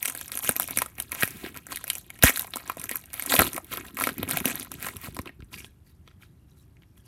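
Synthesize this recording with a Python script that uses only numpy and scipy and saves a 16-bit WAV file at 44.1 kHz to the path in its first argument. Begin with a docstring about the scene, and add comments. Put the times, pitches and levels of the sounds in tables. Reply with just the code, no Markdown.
"""Gloved hands open a foil pack of trading cards close to the microphone, at a desk in a small room.
The film crinkles as fingers pinch the seam: clumps of noise scrapes ring facets, and creases snap singly.
Then the seam gives with a crack, a puff of air (a filtered pulse) and a short rip (a dense run of scrapes).
The wrapper is peeled and pulled off, crinkling and hissing; finally the cards slide softly and click.
A desk bounce and a short tail follow the pack; steady coloured noise lies beneath."""
import sys
import numpy as np
from scipy import signal
from scipy.fft import rfft, irfft
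from scipy.io import wavfile
from scipy.ndimage import uniform_filter1d

SR = 44100
rng = np.random.default_rng(int(sys.argv[2]) if len(sys.argv) > 2 else 0)


def dump_mix(stems):
    """Bounce the given channels to the path in sys.argv[1] as a 16-bit WAV at rate SR."""
    frames = np.atleast_2d(stems).T  # one column per channel
    limited = np.clip(frames, -1, 1)  # hard clip at full scale
    pcm = np.round(limited * 32767).astype(np.int16)
    wavfile.write(sys.argv[1], SR, pcm)


N = 311787
TIME = np.arange(N) / SR
WRAPPER_GONE_S = 5.7
SNAP_LEAD_S = .005   # a buckle starts this long before its crack

# colour of tiny film facets: [f/Hz, level/dB]
FILM_COLOUR = [(4500, -21), (5800, -10), (7500, -10.5), (10000, -7), (12400, -2.5), (13800, -7),
               (15500, -15), (17000, -32.5)]
# colour of the wider panels between creases: [f/Hz, level/dB]
PANEL_COLOUR = [(600, -10), (1050, -3), (1700, -3), (2400, -2), (3000, -5), (4200, -5.5), (5400, -13.5),
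                (7500, -34)]
# colour of the whole pouch: [f/Hz, level/dB]
POUCH_COLOUR = [(70, -26), (150, -13), (260, 7), (440, -7), (570, 3), (850, -6), (1300, -14.5)]


def handling():
    """How hard film, panels and gloves are worked: squeezes, power-summed with the steady grip."""
    # pinches and pulls of the fingers: [start t/s, hold t/s, film level/dB, panel level/dB, glove level/dB]
    squeezes = [(.02, 0.081, -42, -48.5, -70), (.15, 0.086, -48, -51.5, -63),
                (.325, 0.059, -42, -45.5, -72), (.428, 0.068, -33, -40.5, -54), (.561, .01, -41, -48, -49),
                (.602, .035, -40, -46.5, -49.5), (.69, 0.041, -45, -44.5, -51),
                (.762, 0.057, -39, -45, -45), (.985, .025, -46, -48.5, -48), (1.12, 0.066, -50, -46, -65),
                (1.212, 0.023, -33, -49, -62), (1.435, 0.024, -54, -42, -39), (1.55, 0.023, -54, -49, -51),
                (1.705, 0.028, -43, -42, -48), (1.87, 0.11, -46, -53, -68),
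                (2.14, 0.014, -55.5, -55, -56.5), (2.217, 0.011, -54.5, -48, -55),
                (2.3, 0.12, -41, -47, -66), (2.54, 0.073, -52.5, -50.5, -64),
                (2.66, 0.047, -53, -49.5, -56), (2.78, 0.077, -51, -50, -50),
                (2.905, 0.051, -42.5, -45.5, -57), (3.137, 0.097, -45.5, -47.5, -73),
                (3.265, .025, -44, -43.5, -48), (3.302, 0.064, -26, -27.5, -41),
                (3.392, 0.025, -27.5, -27, -26.5), (3.45, 0.029, -39.5, -42.5, -35.5),
                (3.525, 0.054, -50, -48, -43.5), (3.72, 0.016, -38, -37, -43.5),
                (3.775, 0.029, -48, -44, -44.5), (3.847, .03, -51, -48.5, -55), (3.977, 0.1, -39, -40, -57),
                (4.18, 0.064, -63, -50.5, -38), (4.292, 0.094, -38.5, -37.5, -46),
                (4.447, 0.066, -38, -37, -40), (4.545, 0.082, -46.5, -44.5, -49.5),
                (4.72, 0.024, -53.5, -50, -44), (4.82, 0.079, -49.5, -49, -52),
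                (5.035, 0.037, -48, -46.5, -48), (5.145, 0.067, -57.5, -59, -47.5),
                (5.26, 0.007, -59.5, -47.5, -46)]
    # grip between squeezes: [t/s, rustle level/dB, glove level/dB]
    grip = [(0, -55, -80), (.8, -55.5, -60), (.92, -64, -68), (1.35, -58, -46), (1.64, -64.5, -58.5),
            (1.8, -56, -62), (2.15, -68, -65), (2.42, -52, -68), (2.53, -60, -61), (3.05, -63.5, -69),
            (3.45, -52, -53.5), (3.66, -64, -55.5), (3.95, -64, -49.5), (4.4, -49, -38.5), (4.69, -63, -56),
            (4.92, -53.5, -46.5), (5.3, -81, -53.5), (5.5, -75.5, -62.5), (5.56, -86, -46),
            (5.7, -89.5, -62)]
    # the foil loads quickly and relaxes more slowly
    film, panel, glove = strokes(squeezes, rise_db_per_s=1404, fall_db_per_s=400.5)
    rustle, rub = gains(grip)
    return np.hypot(film, rustle), np.hypot(panel, rustle), np.hypot(glove, rub)


def crinkle(film, panel, glove, body_db=-8.0):
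    """Harder working makes more and louder buckles; the gloves rub and bump underneath."""
    # colour of the gloves: [f/Hz, level/dB]
    glove_colour = [(25, -25.5), (50, -4), (75, 2.5), (130, -2), (250, 2.5), (380, 6), (600, -31.5)]
    per_s = 600 * (film / from_db(-43) + 0.00071) ** .25
    ticks = film * crackle(per_s, 1.9, FILM_COLOUR, 6500, 16000, q=5.6, even_s=0.011, rub=16.0)
    flaps = panel * crackle(.7 * per_s, 3.8, PANEL_COLOUR, 770, 4500, q=3.7, even_s=0.025, rub=2.0)
    body = panel * crackle(.5 * per_s, 3.5, POUCH_COLOUR, 220, 900, q=4, even_s=.015, rub=2.2)
    rumble = glove * crackle(400, 4.0, glove_colour, 60, 320, q=3, even_s=0.08, rub=1.5)
    return ticks + flaps + from_db(body_db) * body + rumble


def snaps(rows):
    """Creases buckle: small facets tick high and briefly, panels and pouch ring lower and longer."""
    out = np.zeros(N)
    film_h, panel_h, pouch_h = response(FILM_COLOUR), response(PANEL_COLOUR), response(POUCH_COLOUR)
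    for s, film_db, panel_db, pouch_db, panel_hz in rows:
        film = buckle(film_h, rng.uniform(8500, 13500), q=4.3, crack_s=0.00048, plain=0.55)
        slowness = 3 ** rng.random()   # some creases flip at once, others roll over
        panel = buckle(panel_h, panel_hz, q=3.6, crack_s=0.00028 * slowness, plain=0.099)
        pouch = buckle(pouch_h, rng.uniform(220, 850), q=2, crack_s=0.00028, plain=1.2)
        snap = from_db(film_db) * film + from_db(panel_db) * panel + from_db(pouch_db) * pouch
        add(out, s - SNAP_LEAD_S, snap)
    return out


def small_snaps(film, panel, pouch_db=-11, panel_db=-4, count=240):
    """Lesser creases give way at random, louder where the foil is worked harder; rows for snaps()."""
    over_crinkle_db, spread_db, max_db = 5.5, 7.5, -31.5
    chance, scatter = rng.random((count, 2)), rng.standard_normal((count, 2))
    rows = []
    for (when, pitch), deviation in zip(chance, scatter):
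        s = when * WRAPPER_GONE_S
        at = int(s * SR)
        worked_db = 20 * np.log10(np.array([film[at], panel[at]]) + 1e-9)
        high_db, low_db = np.minimum(worked_db + over_crinkle_db + spread_db * deviation, max_db)
        rows.append((s, high_db, low_db + panel_db, low_db + pouch_db, 1100 * 3 ** pitch))
    return rows


def rip():
    """The seam lets go in a fast run of tiny slips."""
    # tear running down the seam: [t/s, film level/dB, panel level/dB]
    tear_curve = [(2.222, -79, -44.5), (2.232, -26.5, -25), (2.236, -25, -21), (2.246, -19.5, -26.5),
                  (2.274, -23, -18.5), (2.297, -24, -24.5), (2.307, -31, -27), (2.32, -70, -70)]
    # colour of the tear: [f/Hz, level/dB]
    tear_colour = [(250, -15.5), (600, -7), (1200, 1.5), (2100, -2.5), (2800, -12.5), (4000, -13.5),
                   (5500, -17), (8000, -40)]
    film, panel = gains(tear_curve)
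    shreds = crackle(1300, 1.7, FILM_COLOUR, 5200, 14500, q=1.9, even_s=0.005, rub=.6, grain_s=0.00025)
    seam = crackle(1000, 2.3, tear_colour, 1900, 3700, q=6.4, even_s=0.0065, rub=.6, grain_s=.0003)
    return film * shreds + panel * seam


def puffs(edge=6.0, port_hz=44, breadth=1.7, size=4096):
    """A pressure pulse, softer-edged when slower, which the microphone's bass cut turns into a swing."""
    # air pushed out as the pouch jerks or a hand bumps: [t/s, peak level/dB, f/Hz]
    air_pushes = [(.493, -14, 261), (1.234, -14, 189.2), (1.438, -46, 202), (2.2384, -7.5, 64),
                  (3.39, -15, 172.8), (3.405, -25, 70), (4.234, -47, 210), (4.457, -22, 188.6),
                  (5.085, -27.5, 97.1), (5.194, -25.5, 94.8), (5.397, -37, 45), (5.426, -35, 50.8)]
    out = np.zeros(N)
    for s, peak_db, hz in air_pushes:
        pulse_band = signal.butter(1, [hz / breadth, hz * breadth], "band", fs=SR)
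        pulse = signal.lfilter(*pulse_band, signal.unit_impulse(size))
        swing_band = signal.butter(3, [port_hz, port_hz + edge * hz], "band", fs=SR, output="sos")
        swing = signal.sosfilt(swing_band, pulse)
        add(out, s, -from_db(peak_db) * swing / np.abs(swing).max())
    return out


def slip():
    """Smooth film sliding: slips so many and so small that they merge into a hiss."""
    # wrapper sliding through the fingers and off the cards: [start t/s, hold t/s, level/dB]
    slides = [(1.205, 0.019, -36), (1.255, 0.23, -49), (3.72, .015, -45.5), (4.825, 0.057, -42.5),
              (5.04, 0.019, -42.5)]
    # colour of the sliding film: [f/Hz, level/dB]
    slide_colour = [(700, -8), (2400, 0), (3800, -9), (5200, -15), (12000, -5.5)]
    speed, = strokes(slides, rise_db_per_s=343, fall_db_per_s=411)
    hiss = rms_one(through(rng.standard_normal(N), response(slide_colour)))
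    return speed * hiss * from_db(0.5 * slow_chance(160))


def cards():
    """Fine friction of card on card, and their edges clicking."""
    # cards sliding as the stack is turned over: [start t/s, hold t/s, scuff level/dB, hiss level/dB]
    card_slides = [(5.533, 0.0064, -44.5, -43.5), (5.578, 0.023, -45.5, -48), (5.644, 0.013, -56.5, -55.5),
                   (5.865, 0.036, -71, -69), (6.076, .012, -62.5, -79.5), (6.22, 0.0073, -56, -60.5),
                   (6.5, 0.0094, -70, -73.5), (6.57, .05, -74, -70.5), (6.82, 0.0063, -80.5, -82.5),
                   (6.975, 0.0056, -64, -62.5), (7.055, .015, -66, -65.5)]
    # card edges clicking: [t/s, level/dB, f/Hz]
    edge_taps = [(5.405, -52.5, 1482), (5.423, -51, 2176), (5.542, -37.5, 2480), (5.6456, -41, 3080),
                 (6.077, -49, 1267), (6.113, -59.5, 1400), (6.233, -53, 1518), (6.769, -60, 2090),
                 (6.822, -59, 2300), (6.834, -59, 2180)]
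    # colour of the cards: [f/Hz, level/dB]
    card_colour = [(350, 1.5), (800, -4.5), (2100, -1), (3200, -0.5), (5300, -9.5), (8000, -16)]
    held = from_db(-81) * (TIME > WRAPPER_GONE_S)   # the bare stack rubs faintly in the hand
    press, slide = strokes(card_slides, rise_db_per_s=1204, fall_db_per_s=454.5) + held
    scuff = crackle(1500, 3.8, card_colour, 840, 5530, q=16, even_s=0.015, rub=1.5)
    hiss = crackle(1800, 2.75, FILM_COLOUR, 5300, 13700, q=3.1, even_s=0.035, rub=0.91)
    out = press * scuff + slide * hiss
    card_h = response(card_colour)
    for s, tap_db, hz in edge_taps:
        add(out, s - SNAP_LEAD_S, from_db(tap_db) * buckle(card_h, hz, q=4, crack_s=.0004, plain=.3))
    return out


def crackle(per_s, spread_db, colour, low_hz, high_hz, q, even_s, rub, grain_s=0.00038, count=12):
    """Clumps of tiny scrapes, each ringing one facet, over film rubbing; facets come and go as it bends."""
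    born = rng.random(N) < per_s * from_db(4 * slow_chance(70)) / SR
    sizes = born * from_db(spread_db * np.minimum(rng.exponential(1, N), 4))
    facet = rng.integers(0, count, N)[np.cumsum(born)]   # kept until the next scrape
    grain, span = max(int(grain_s * SR), 2), max(int(even_s * SR), 2)
    push = np.sqrt(smooth(sizes ** 2, grain) + rub * per_s / SR) * rng.standard_normal(N)
    rings = 0.14 * push
    for k, hz in enumerate(np.geomspace(low_hz, high_hz, count)):
        rings = rings + resonate(push * (facet == k), hz, q) * from_db(7.2 * slow_chance(25))
    x = through(rings, response(colour))
    return x / np.sqrt(smooth(x ** 2, span) + 1e-12)   # the hand keeps the mean level near 1


def buckle(h, hz, q, crack_s, plain, size=2048):
    """A crease creaks, flips with a crack that rings a facet, and shivers to rest; rms 1 over 5 ms."""
    t = np.arange(size) / SR - SNAP_LEAD_S
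    away = np.abs(t) * np.where(t < 0, 1.5, 1)   # the build-up is quicker than the decay
    shiver = from_db(-19) * np.exp(-away / .0028)
    push = rng.standard_normal(size) * (np.exp(-away / crack_s) + shiver)
    sound = through(plain * push + resonate(push, hz, q), h[:size])
    return sound / np.sqrt(np.sum(sound ** 2) / (.005 * SR))


def strokes(rows, rise_db_per_s, fall_db_per_s):
    """Hand movements that swell, hold and relax; one gain in time for each dB column."""
    power = np.zeros((len(rows[0]) - 2, N))
    for start, hold, *db in rows:
        span = slice(max(int((start - .3) * SR), 0), int((start + hold + .5) * SR))
        t = TIME[span] - start
        shape_db = rise_db_per_s * np.minimum(t, 0) - fall_db_per_s * np.maximum(t - hold, 0)
        power[:, span] += from_db(np.array(db)[:, None] + shape_db) ** 2
    return np.sqrt(power)


def room(x, echo_db=-11, scatter_db=-13, scatter_s=0.0037):
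    """A bounce off the desk combs the sound; the shelves scatter it; the room adds a faint tail."""
    desk_echo_s, t60_s, tail_db = .00337, 0.23, -21
    t = TIME[:SR]
    early = rng.standard_normal(SR) * np.exp(-t / scatter_s) * (t > .003)
    late = rng.standard_normal(SR) * from_db(-60 * t / t60_s) * (t > .008)
    walls = response([(100, -11.5), (500, 1.5), (2200, 4.0), (6000, 7.5), (14000, -9.0)])
    tail = through(late / np.linalg.norm(late), walls)
    delayed = np.interp(TIME - desk_echo_s, TIME, x, left=0)
    bounce = signal.lfilter([.6], [1, -.4], delayed)   # treble softened
    reflections = from_db(scatter_db) * early / np.linalg.norm(early) + from_db(tail_db) * tail
    return through(x, reflections) - from_db(echo_db) * bounce


def ambience(level_db=-55):
    """The quiet room: steady noise, strongest in the bass."""
    # colour of the room noise: [f/Hz, level/dB]
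    room_colour = [(18, -36.5), (30, -13), (70, 2.5), (153, -2.5), (239, -12.5), (384, -15), (426, -25.5),
                   (1760, -34.5), (2830, -42), (7470, -46), (12600, -40), (14000, -49.5), (16000, -71.5)]
    return from_db(level_db) * through(rng.standard_normal(N), response(room_colour))


def from_db(db):
    """Decibels to gain."""
    return 10 ** (np.asarray(db) / 20)


def rms_one(x):
    """Scale to rms 1."""
    return x / np.sqrt(np.mean(x ** 2) + 1e-20)


def gains(rows):
    """The dB columns of a curve as gains in time, silent outside it."""
    s, *columns = np.transpose(rows)
    inside = (TIME >= s[0]) * (TIME <= s[-1])
    return [from_db(np.interp(TIME, s, db)) * inside for db in columns]


def add(track, s, sound):
    """Mix a short sound in at time s."""
    at = max(round(s * SR), 0)
    track[at:at + len(sound)] += sound[:N - at]


def response(points, size=4096):
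    """Causal (minimum-phase) impulse response with the given colour and unit energy."""
    hz, db = np.transpose(points)
    log_f = np.log(np.maximum(np.arange(size // 2 + 1), .5) * SR / size)
    outside = np.abs(log_f - np.clip(log_f, np.log(hz[0]), np.log(hz[-1])))
    log_gain = np.log(from_db(np.interp(log_f, np.log(hz), db))) - 2 * outside   # falls off past the ends
    cepstrum = irfft(log_gain)
    cepstrum[1:size // 2] *= 2
    cepstrum[size // 2 + 1:] = 0
    h = irfft(np.exp(rfft(cepstrum)))
    return h / np.linalg.norm(h)


def smooth(power, span):
    """Triangular running mean."""
    return np.abs(uniform_filter1d(uniform_filter1d(power, span), span))


def through(x, h):
    """Filter by an impulse response."""
    return signal.fftconvolve(x, h)[:len(x)]


def resonate(x, hz, q):
    """A resonance with gain 1 on top."""
    return signal.lfilter(*signal.iirpeak(min(hz, .4 * SR), max(q, 1), fs=SR), x + 1e-18)


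def slow_chance(per_s, size=2048):
    """A smooth random wander of rms 1."""
    return rms_one(np.interp(TIME * per_s, np.arange(size), rng.standard_normal(size)))


def scene():
    """The pack close up, its reflections, and the quiet room."""
    # loud creases buckling: [t/s, film level/dB, panel level/dB, pouch level/dB, panel f/Hz]
    loud_creases = [(.0286, -23.5, -32, -57.5, 2300), (.0567, -22.5, -27.5, -63, 2470),
                    (.0811, -28, -32.5, -41.5, 2450), (.0996, -33, -47, -65, 3020),
                    (.1504, -33, -39, -43.5, 1620), (.1754, -34, -51, -62, 1780),
                    (.281, -37.5, -53, -69, 2160), (.319, -31, -34, -58, 4200),
                    (.354, -30, -51, -38.5, 2670), (.374, -25.5, -42, -51, 1600),
                    (.3902, -29, -45, -60, 1700), (.476, -44, -30, -57, 2820),
                    (.4922, -16, -24, -25.5, 1650), (.5211, -33, -47, -63, 1900),
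                    (.5645, -22.5, -34.5, -39, 2550), (.5987, -19, -31, -32.5, 1600),
                    (.6213, -31.5, -40, -46, 1700), (.677, -32, -48, -56, 2300),
                    (.7088, -28.5, -41, -40, 2350), (.7736, -18.5, -26.5, -31.5, 2350),
                    (.7874, -20.5, -27.5, -61, 1600), (.8196, -24, -24.5, -32, 865),
                    (.8612, -36.5, -38, -44, 1170), (1.001, -24.5, -35, -44, 2670),
                    (1.1193, -27.5, -33, -61, 2200), (1.2249, -46, -20.5, -47, 2000),
                    (1.233, -21.5, -18, -28.5, 1930), (1.277, -31.5, -39, -46, 2200),
                    (1.573, -37, -42, -65, 2470), (1.668, -39.5, -45, -53, 1500),
                    (1.7206, -36, -34.5, -41.5, 1080), (1.7596, -29.5, -38, -66, 3540),
                    (1.772, -35, -34.5, -60, 1990), (1.8416, -31.5, -38.5, -42.5, 1490),
                    (1.9016, -21.5, -23.5, -67, 2920), (1.9534, -31.5, -39.5, -48.5, 2320),
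                    (2.1035, -39.5, -38.5, -52, 2140), (2.226, -24.5, -22, -37.5, 3950),
                    (2.2354, -12, -29, -28, 1570), (2.2379, -11.5, -13, -9.5, 1620),
                    (2.2955, -26, -27.5, -26, 2300), (2.3603, -32, -30, -67, 4080),
                    (2.3734, -27, -31.5, -50, 1470), (2.395, -22.5, -32.5, -60, 4030),
                    (2.4462, -53, -38, -48, 910), (2.5372, -44, -30.5, -46, 3450),
                    (2.5589, -30, -36, -35, 900), (2.5698, -32, -33.5, -40, 1200),
                    (2.6982, -33, -24, -37.5, 1150), (2.7708, -41.5, -43, -34.5, 915),
                    (2.7975, -35, -55, -58, 1001), (2.8409, -30, -41, -48, 1440),
                    (2.8933, -29.5, -32, -57, 2010), (2.9134, -28, -34.5, -34.5, 2200),
                    (2.9573, -24, -35.5, -46, 1600), (3.1327, -35, -45.5, -75, 1410),
                    (3.1968, -27, -32, -56, 2440), (3.2236, -28.5, -36.5, -44, 2100),
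                    (3.262, -27.5, -46.5, -43, 1900), (3.3216, -30.5, -24.5, -37.5, 2000),
                    (3.34, -23, -22.5, -20, 1000), (3.3532, -20.5, -27.5, -34.5, 1100),
                    (3.3921, -11.5, -16, -24, 2180), (3.3965, -35, -16.5, -17.5, 1209),
                    (3.406, -22.5, -22, -25, 1400), (3.419, -20.5, -18, -19, 1214),
                    (3.4689, -39, -36.5, -36, 990), (3.5632, -31, -51, -48, 1110),
                    (3.5794, -33.5, -29.5, -29.5, 1110), (3.773, -31, -36.5, -40, 3280),
                    (3.9705, -35, -33.5, -54, 2310), (3.9885, -49, -30.5, -40, 1200),
                    (4.0005, -30, -48, -55, 2400), (4.0104, -34, -25, -35.5, 1280),
                    (4.0205, -27, -29.5, -32, 1290), (4.0388, -23, -23.5, -38, 2360),
                    (4.0716, -30, -23, -24.5, 1310), (4.0909, -35, -27.5, -31, 1560),
                    (4.2308, -28.5, -32, -26.5, 2740), (4.311, -23, -30.5, -36, 2200),
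                    (4.3721, -22.5, -26.5, -29.5, 2560), (4.4563, -19, -25, -25, 2750),
                    (4.4863, -31, -46, -42, 2500), (4.5559, -28.5, -49, -58, 1200),
                    (4.7174, -33.5, -40, -48, 1270), (4.847, -38, -33.5, -44, 1340),
                    (4.869, -33.5, -33.5, -39.5, 1200), (4.8863, -36.5, -38.5, -42.5, 1410),
                    (5.147, -43, -52, -66, 2300), (5.167, -40, -36, -41, 890),
                    (5.1902, -40, -32.5, -33.5, 1100), (5.2167, -44, -68, -64.5, 2300)]
    film, panel, glove = handling()
    creases = snaps(loud_creases) + snaps(small_snaps(film, panel))
    pack = crinkle(film, panel, glove) + creases + rip() + slip() + cards()
    return (pack + room(pack) + puffs() + ambience())[None]


def record(dry):
    """The loudest cracks overload; the top is cut."""
    clipped = np.clip(dry, -.9, .9)
    low_pass = signal.ellip(10, .2, 70, 16300, fs=SR, output="sos")   # cutoff in Hz
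    return signal.sosfilt(low_pass, clipped)


dry = scene()
out = record(dry)
dump_mix(out)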